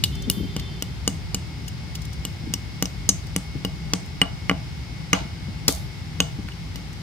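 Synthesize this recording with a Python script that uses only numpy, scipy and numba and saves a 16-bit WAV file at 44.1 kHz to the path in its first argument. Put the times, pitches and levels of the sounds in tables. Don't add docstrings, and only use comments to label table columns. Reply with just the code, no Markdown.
import sys
import numpy as np
from scipy import signal
from scipy.fft import rfft, irfft, next_fast_len
from scipy.io import wavfile
from scipy.ndimage import uniform_filter1d
from numba import njit

SR = 44100
rng = np.random.default_rng(int(sys.argv[2]) if len(sys.argv) > 2 else 0)


def dump_mix(stems):
    frames = np.atleast_2d(stems).T
    limited = np.clip(frames, -1, 1)
    pcm = np.round(limited * 32767).astype(np.int16)
    wavfile.write(sys.argv[1], SR, pcm)


N = 309582
TOP_HZ = 15500
T = np.arange(N) / SR
HIT = T[:4096]
HIT_WINDOW = int(0.012 * SR)


def undb(db):
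    return 10 ** (np.asarray(db) / 20)


def unit(x):
    return x / np.sqrt(np.mean(x ** 2))


def unit_hit(x):
    return x * np.sqrt(HIT_WINDOW / np.sum(x ** 2))


def along(points, hz):
    point_hz, value = np.transpose(points)
    return np.interp(np.log(hz + 1), np.log(point_hz), value)


def shape(x, gain):
    n = x.shape[-1]
    size = next_fast_len(n + 2048)
    spectrum = rfft(x, size) * gain(np.fft.rfftfreq(size, 1 / SR))
    return irfft(spectrum, size)[..., :n]


def resonance(f, hz, width):
    return 1j * f * width / (hz ** 2 - f ** 2 + 1j * f * width)


def walk(rate):
    k = int(SR / rate)
    steps = np.repeat(rng.standard_normal(N // k + 1), k)
    return 1.116 * uniform_filter1d(uniform_filter1d(steps, k), k)[:N]


def add(out, s, x):
    i = max(int(s * SR), 0)
    x = x[..., :N - i]
    out[:, i:i + x.shape[-1]] += x


def ring(modes, scatter_db=0.95, detune=0.03, wave=np.sin):
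    hz, db, t60_s = np.transpose(modes)[:, :, None]
    size, tune = rng.standard_normal((2, len(modes), 1))
    envelope = undb(db + scatter_db * size - 60 * HIT / t60_s)
    return np.sum(envelope * wave(2 * np.pi * hz * (1 + detune * tune) * HIT), axis=0)


# start_s, knock_db (on the table), steel_db, grit_db (under the head), crack_db, pitch_hz (crack),
# splinter_db (re crack, before a 4 dB cut), chunk_db (ring re crack body), crack_s (fracture time), room_db
STRIKES = [ (0.038, -29, -20.5, -35.5, -16.5, 4000, -4.5, -32, 0.0028, 0),
           (0.2994, -26, -25.5, -41, -22, 4840, 8.5, -35, 0.001, -1.5),
           (0.5646, -25, -35.5, -37, -34.5, 5560, -2.5, -22, .0014, 0),
           (0.8236, -26.5, -33.5, -39, -27.5, 5430, -0.5, -33, 0.0011, -4),
           (1.077, -19.5, -26.5, -39, -18, 6500, -10, -14, 0.0012, -2.5),
           (1.3453, -24.5, -28, -34, -23, 6440, -8, -14, 0.0018, -4.5),
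           (2.251, -31.5, -33.5, -38, -30, 6140, -0.5, -29, 0.0014, 1),
           (2.538, -28.5, -31, -36, -22, 5500, -6, 2, 0.0011, -4),
           (2.8248, -19.5, -30.5, -34.5, -22, 6260, -1, 3, 0.001, -4),
           (2.8558, -33, -42, -38, -29.5, 5500, -19, -4, 0.002, -2),
           (3.0906, -20.5, -29, -28, -10.5, 6150, -45, 9, 0.0023, -0.5),
           (3.3625, -21, -34.5, -30.5, -23.5, 7760, -22, -13, .0014, -1),
           (3.649, -21, -27.5, -51, -32, 4870, -1.5, -5, .0014, -2),
           (3.9352, -19.5, -48, -26, -19, 5830, -25, -5, 0.00091, 0),
           (4.216, -13, -12, -43, -26, 4400, -13, 8, 0.0014, -3),
           (4.496, -13.5, -22.5, -46, -34.5, 4530, -9, 20, .0012, -4.5),
           (4.513, -19, -39, -45, -48, 4800, -2, -10, 0.0012, -6),
           (5.131, -10, -16.5, -24, -19.5, 6250, -27, 24, 0.0012, -0.5),
           (5.6806, -20, -44, -45, -10, 4500, -1.5, -17, .0016, -0.5),
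           (5.6896, -19, -53, -45, -32, 6050, -7, -15, .0014, 2.5),
           (6.203, -18.5, -17.5, -17.5, -18.5, 6400, -12, 13, 0.0011, -1),
           (6.758, -35.5, -43.5, -55, -39.5, 4900, -3, -19, 0.0025, 7)]
# start_s, level_db, pitch_hz, steel_db
TICKS = [(.154, -44.5, 6200, -67), (.224, -42.5, 5800, -60), (.313, -35, 6860, -64),
         (0.5978, -37, 3760, -43), (1.682, -38.5, 6350, -43), (1.954, -35, 5340, -45),
         (2.02, -44.5, 6000, -65), (2.053, -44, 5800, -65), (2.132, -45, 6000, -65), (3.27, -48, 6200, -65),
         (4.061, -53, 7000, -65), (6.486, -39.5, 1580, -63), (6.52, -52, 2700, -44.5),
         (6.931, -52, 6500, -62)]
# start_s, level_db, pitch_hz, decay_s
SPRAYS = [(5.136, -30.5, 3300, 0.051), (5.684, -25, 6850, 0.04)]
SLIDE_S, SLIDE_DB = 0.0049, -4.5
STEEL_ROOM_DB = -1.5
WALL_DELAYS_S = (0, 0.0013, 0.0029, 0.0041, 0.0059, 0.0073)


def hammering():
    near, sent = np.zeros((2, N)), np.zeros((1, N))
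    for s, knock_db, steel_db, *clay, room_db in STRIKES:
        direct = blow(knock_db, steel_db, *clay)
        add(near, s, ports(direct, 1 + 0.28 * rng.standard_normal()))
        for delay in WALL_DELAYS_S:
            to_wall = blow(knock_db, steel_db + STEEL_ROOM_DB, *clay)
            add(sent, s + delay, undb(room_db) * to_wall / np.sqrt(len(WALL_DELAYS_S)))
    for s, db, hz, steel_db in TICKS:
        tick = chip(db, hz) + undb(steel_db) * unit_hit(steel_head(detune=0.003))
        add(near, s, ports(tick, 1 + 0.13 * rng.standard_normal()))
        add(near, s - SLIDE_S, ports(slide(db, hz)))
        add(sent, s, tick)
    for s, db, hz, decay_s in SPRAYS:
        add(near, s, spray(db, hz, decay_s))
    return near + room(sent[0])


PUSH_HZ, PUSH_AT_DB, PUSH_DB_PER_OCTAVE, PUSH_TOP_HZ = 574, -18.5, 0.5, 5000
TABLE_LOW_HZ, HEAD_LOW_HZ, CLAY_LOW_HZ = 78.5, 1620, 2100
GRIT_HZ, GRIT_WIDTH_HZ, GRIT_S = 2960, 3350, 0.002


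def blow(knock_db, steel_db, grit_db, crack_db, hz, splinter_db, chunk_db, crack_s):
    push_octaves = (knock_db - PUSH_AT_DB) / PUSH_DB_PER_OCTAVE
    push_hz = min(PUSH_HZ * 2 ** push_octaves, PUSH_TOP_HZ)
    knock = shape(table_top(), lambda f: 1 / (1 + 1j * f / push_hz) * (1j * f / (TABLE_LOW_HZ + 1j * f)) ** 2)
    recoil = -shape(steel_head(detune=0.0014), lambda f: (1j * f / (HEAD_LOW_HZ + 1j * f)) ** 2)
    clay = crack(hz, chunk_db, splinter_db, crack_s)
    clay = shape(clay, lambda f: f ** 4 / (f ** 4 + CLAY_LOW_HZ ** 4))
    powder = rng.standard_normal(len(HIT)) * np.exp(-HIT / GRIT_S)
    grit = shape(powder, lambda f: resonance(f, GRIT_HZ, GRIT_WIDTH_HZ) ** 3)
    out = undb(knock_db) * unit_hit(knock) + undb(steel_db) * unit_hit(recoil)
    return out + undb(grit_db) * unit_hit(grit) + undb(crack_db) * clay


def crack(hz, ring_db, splinter_db, length):
    noise, size, crumb_noise, crumb_size = rng.standard_normal((4, len(HIT)))
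    running = np.exp(-HIT / (1.74 * length)) * (1 - np.exp(-HIT / 0.0001))
    burst = unit_hit(noise * undb(size) * running)
    crumbling = unit_hit(crumb_noise * undb(2 * crumb_size) * np.exp(-HIT / 0.012))
    clean_break = rng.choice([-1, 1]) * unit_hit(np.arange(len(HIT)) == int(0.0007 * SR))
    snaps = burst + undb(-3) * clean_break + undb(-17) * crumbling
    body = shape(snaps, lambda f: resonance(f, hz, hz) ** 2 * resonance(f, 3500, 7300))
    chunk = shape(snaps, lambda f: resonance(f, hz, 380))
    splinters = shape(snaps, lambda f: resonance(f, 12000, 5900) ** 3)
    clay = unit_hit(unit_hit(body) + undb(ring_db) * unit_hit(chunk))
    return clay + undb(splinter_db - 4.0) * unit_hit(splinters)


# frequency_hz, level_db (relative), t60_s
STEEL = [(2909, 30, 0.038), (2935, 1, 0.37), (2700, 1, 0.015), (4600, -8, 0.013), (8120, 9, 0.047)]


def steel_head(detune):
    return ring(STEEL, detune=detune)


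# frequency_hz, level_db (relative), t60_s
TABLE_MODES = [(184.9, 0.5, 0.13), (276.4, -1.5, 0.083), (454, -0.5, 0.036), (547, -10, 0.019),
               (790, -9, 0.055), (1152, -1.5, 0.056), (1423, -1.5, 0.031), (2000, -7, 0.022),
               (2080, 7.5, 0.016), (2340, 12.5, 0.0073)]
DENSE_DB, DENSE_S = -9, 0.006
CONTACT_DB, TABLE_TOP_HZ = 1.5, 2950


def table_top():
    wash = rng.standard_normal(len(HIT)) * np.exp(-HIT / DENSE_S)
    dense = shape(wash, lambda f: resonance(f, 1270, 2100))
    modes = ring(TABLE_MODES, detune=0.019, wave=np.cos)
    board = undb(CONTACT_DB) * unit_hit(HIT == 0) + unit_hit(modes) + undb(DENSE_DB) * unit_hit(dense)
    return signal.sosfilt(signal.butter(4, TABLE_TOP_HZ, fs=SR, output="sos"), board)


TICK_S, TICK_RING_DB = 0.003, -29
TICK_SPLINTER_DB, TICK_SPLINTER_AT_HZ, SPLINTER_DB_PER_OCTAVE = -4, 5000, 4


def chip(db, hz):
    splinter_db = TICK_SPLINTER_DB + SPLINTER_DB_PER_OCTAVE * np.log2(hz / TICK_SPLINTER_AT_HZ)
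    return undb(db) * unit_hit(crack(hz, TICK_RING_DB, splinter_db, TICK_S))


def slide(db, hz):
    age = HIT / SLIDE_S
    scrape = rng.standard_normal(len(HIT)) * age * np.exp(-age ** 2)
    return undb(db + SLIDE_DB) * unit_hit(shape(scrape, lambda f: resonance(f, hz, 1.6 * hz) ** 3))


SPRAY_RISE_S, SPRAY_GRAIN_DB = 0.0059, 8.5
CRUMB_DB, CRUMB_S = -7.5, 0.00058
CRUMB_REACH_OCTAVES = 1.02


def spray(db, hz, decay_s):
    t = T[:SR // 4]
    noise, size = rng.standard_normal((2, 2, len(t)))
    thinning = np.exp(-t / decay_s) * (1 - np.exp(-t / SPRAY_RISE_S))
    grains = noise * undb(SPRAY_GRAIN_DB * size) * thinning
    dust = shape(grains, lambda f: resonance(f, hz, 1.5 * hz) ** 3)
    debris = unit_hit(dust) + undb(CRUMB_DB) * unit_hit(crumbs(t, hz, decay_s))
    return undb(db) * np.sqrt(2) * debris


def crumbs(t, hz, decay_s, count=60):
    when, size, pitch, side = rng.random((count, 4)).T[:, :, None]
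    lands_s = SPRAY_RISE_S - decay_s * np.log(1 - when)
    age = np.maximum(t - lands_s, 0)
    ping_hz = np.minimum(hz * 2 ** (CRUMB_REACH_OCTAVES * (2 * pitch - 1)), TOP_HZ)
    envelope = undb(-14 * size) * np.exp(-lands_s / (2 * decay_s) - age / CRUMB_S)
    pings = envelope * np.sin(2 * np.pi * ping_hz * age)
    return np.array([np.sum(pings * np.sqrt(share), axis=0) for share in (side, 1 - side)])


# frequency_hz, left_lead_rad
PORT_PHASE = [(100, -0.5), (1500, 1.05), (2950, 1), (4200, 2.5), (6500, 5), (10000, 15.5), (16000, 30)]
# frequency_hz, left_minus_right_db
PORT_BALANCE = [(150, 0), (300, 5.5), (700, 3), (1400, -5.5), (2800, 1), (4500, 7), (8000, -0.5),
                (13000, 1)]


def ports(x, turn=1):
    sides = np.array([[1], [-1]]) / 2

    def port_gain(f):
        phase = np.exp(1j * sides * turn * along(PORT_PHASE, f))
        return phase * undb(sides * along(PORT_BALANCE, f))
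    return shape(x, port_gain)


# frequency_hz, t60_s (a negative time swells instead of decaying)
ROOM_T60 = [(150, -0.2), (800, 0.43), (3000, 0.4), (7000, 0.25), (15000, 0.47)]
# frequency_hz, level_db
ROOM_GAIN = [(150, -8), (400, -3), (900, -5), (2000, -22), (3000, -18), (5000, -19.5), (8000, -14),
             (15000, -18.5)]
ECHO_S, ECHO_DB, BUILD_S = 0.015, -19, 0.0088


def room(x):
    t = T[:SR // 2]
    centres = np.geomspace(100, 16000, num=15)
    noise = rng.standard_normal((2, len(t)))
    tail = 0
    for hz, pick in zip(centres, np.eye(len(centres))):
        band = shape(noise, lambda f: along(np.c_[centres, pick], f))
        fade = undb(-60 * t / along(ROOM_T60, hz)) * (1 - np.exp(-(t / BUILD_S) ** 2))
        tail = tail + undb(along(ROOM_GAIN, hz)) * band * fade / np.linalg.norm(fade)
    echo = shape(x, lambda f: np.exp(-2j * np.pi * f * ECHO_S) / (1 + 1j * f / 3500))
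    return signal.fftconvolve(x[None], tail, axes=1)[:, :N] + undb(ECHO_DB) * echo


# start_s, level_db
SLIPS = [(0.27, -23.5), (0.283, -26), (0.367, -24.5), (0.399, -23.5), (.43, -27), (0.441, -28),
         (2.43, -32.5), (2.466, -29), (2.494, -34), (3.548, -29), (5.207, -28.5), (5.251, -30),
         (5.477, -28.5), (6.385, -27), (6.44, -31)]


def bumps(hz=140, width=270, edge_hz=420, length=0.007, pan_db=7, grain_db=3):
    out = np.zeros((2, N))
    age = HIT / length
    pan = np.array([[pan_db], [-pan_db]]) / 2
    for s, db in SLIPS:
        noise, size = rng.standard_normal((2, len(HIT)))
        rub = noise * undb(grain_db * size) * age * np.exp(-age)
        thump = shape(rub, lambda f: resonance(f, hz, width) ** 2 / (1 + (f / edge_hz) ** 4))
        add(out, s, undb(db + pan) * unit_hit(thump))
    return out


# harmonic_number, level_db (before a 1 dB lift)
HORN = [(1, -50.5), (2, -74), (6, -76), (7, -63), (8, -50.5), (9, -51), (10, -65), (11, -60), (12, -58.5),
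        (13, -73)]
HORN_HZ, HORN_ON_S, HORN_OFF_S = 392.3, 0.11, 0.71


def horn(horn_db=1.0, scatter=0.61, flutter_hz=75):
    phase = 2 * np.pi * np.cumsum(HORN_HZ * (1 + 0.0042 * walk(35.7))) / SR
    gate = np.clip((T - HORN_ON_S) / 0.028, 0, 1) * np.exp(-np.maximum(T - HORN_OFF_S, 0) / 0.15)
    out = 0
    for k, db in HORN:
        paths = 1 + scatter * (walk(flutter_hz) + 1j * walk(flutter_hz))
        out = out + undb(db + horn_db) * unit(np.imag(paths * np.exp(1j * round(k) * phase)))
    return gate * out


# multiple_of_motor_speed, level_db (before the swell)
WHINE = [(46, -56), (98, -62), (102, -69.5), (107, -68), (109, -62), (110, -62)]
# time_s, level_db (added to each harmonic)
WHINE_LEVEL = [(0, -2.5), (1.0, -2), (1.5, 1.5), (5.5, 1), (6.3, -1.5), (7.0, -2.5)]
MOTOR_HZ = 47.385


def whine(drift=0.00027, waver_db=2):
    phase = 2 * np.pi * np.cumsum(MOTOR_HZ * (1 + drift * walk(2.055))) / SR
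    swell_db = np.interp(T, *np.transpose(WHINE_LEVEL))
    out = 0
    for k, db in WHINE:
        tone = unit(np.sin(round(k) * phase + 2 * np.pi * rng.random()))
        out = out + undb(db + swell_db + waver_db * walk(24.98)) * tone
    return out


# frequency_hz, density_db_per_hz (relative)
AIR = [(15, -62), (25, -54), (56, 1.5), (80, -1), (161, -6.5), (212, -14.5), (354, -20.5), (463, -27),
       (796, -31), (1230, -28.5), (2110, -29.5), (2480, -28.5), (5140, -30.5), (6740, -39), (16000, -52.5)]
# frequency_hz, likeness (0 to 1)
LIKENESS = [(50, 0.09), (130, 0.97), (290, 0.67), (640, 0.31), (1400, 0), (16000, 0)]
# frequency_hz, width_hz (of one of two resonances in series), level_db
DRONE = [(156.3, 17.5, -41.5), (821, 224, -54.5), (2033, 260, -55.5)]
AIR_DB = -34
RUMBLE_DB, RUMBLE_START_DB, RUMBLE_SETTLE_S = 1.15, 5, 1


def background():
    mid, side = rng.standard_normal((2, N))
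    mid = shape(mid, lambda f: undb(along(AIR, f)) * np.sqrt(1 + np.clip(along(LIKENESS, f), -1, 1)))
    side = shape(side, lambda f: undb(along(AIR, f)) * np.sqrt(1 - np.clip(along(LIKENESS, f), -1, 1)))
    air = undb(AIR_DB) * unit(np.array([mid + side, mid - side]))
    low = shape(air, lambda f: 1 / (1 + (f / 400) ** 4))
    lift_db = RUMBLE_DB + RUMBLE_START_DB * np.exp(-T / RUMBLE_SETTLE_S)
    out = air + low * (undb(lift_db) - 1)
    for hz, width, db in DRONE:
        own, shared = rng.standard_normal((2, N)), rng.standard_normal(N)
        like = np.clip(along(LIKENESS, hz), 0, 1)
        noise = np.sqrt(1 - like) * own + np.sqrt(like) * shared
        out += undb(db) * unit(shape(noise, lambda f: resonance(f, hz, width) ** 2))
    return (out + whine()) * undb(np.array([[0.9], [-0.9]]))


def scene():
    return hammering() + bumps() + horn() + background()


@njit
def follow(x, attack, release):
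    out, e = np.empty(len(x)), 0.
    for i in range(len(x)):
        e += (x[i] - e) * (attack if x[i] > e else release)
        out[i] = e
    return out


def record(dry, ceiling=1.0, attack_s=0.00075, release_s=0.01):
    attack, release = 1 - np.exp(-1 / (attack_s * SR)), 1 - np.exp(-1 / (release_s * SR))
    peak = follow(np.abs(dry).max(axis=0), attack, release)
    held = dry / np.maximum(peak / ceiling, 1)
    held = held / (1 + (held / 0.7) ** 6) ** (1 / 6)
    return signal.sosfilt(signal.ellip(8, 0.2, 70, TOP_HZ, fs=SR, output="sos"), held)


dry = scene()
out = record(dry)
dump_mix(out)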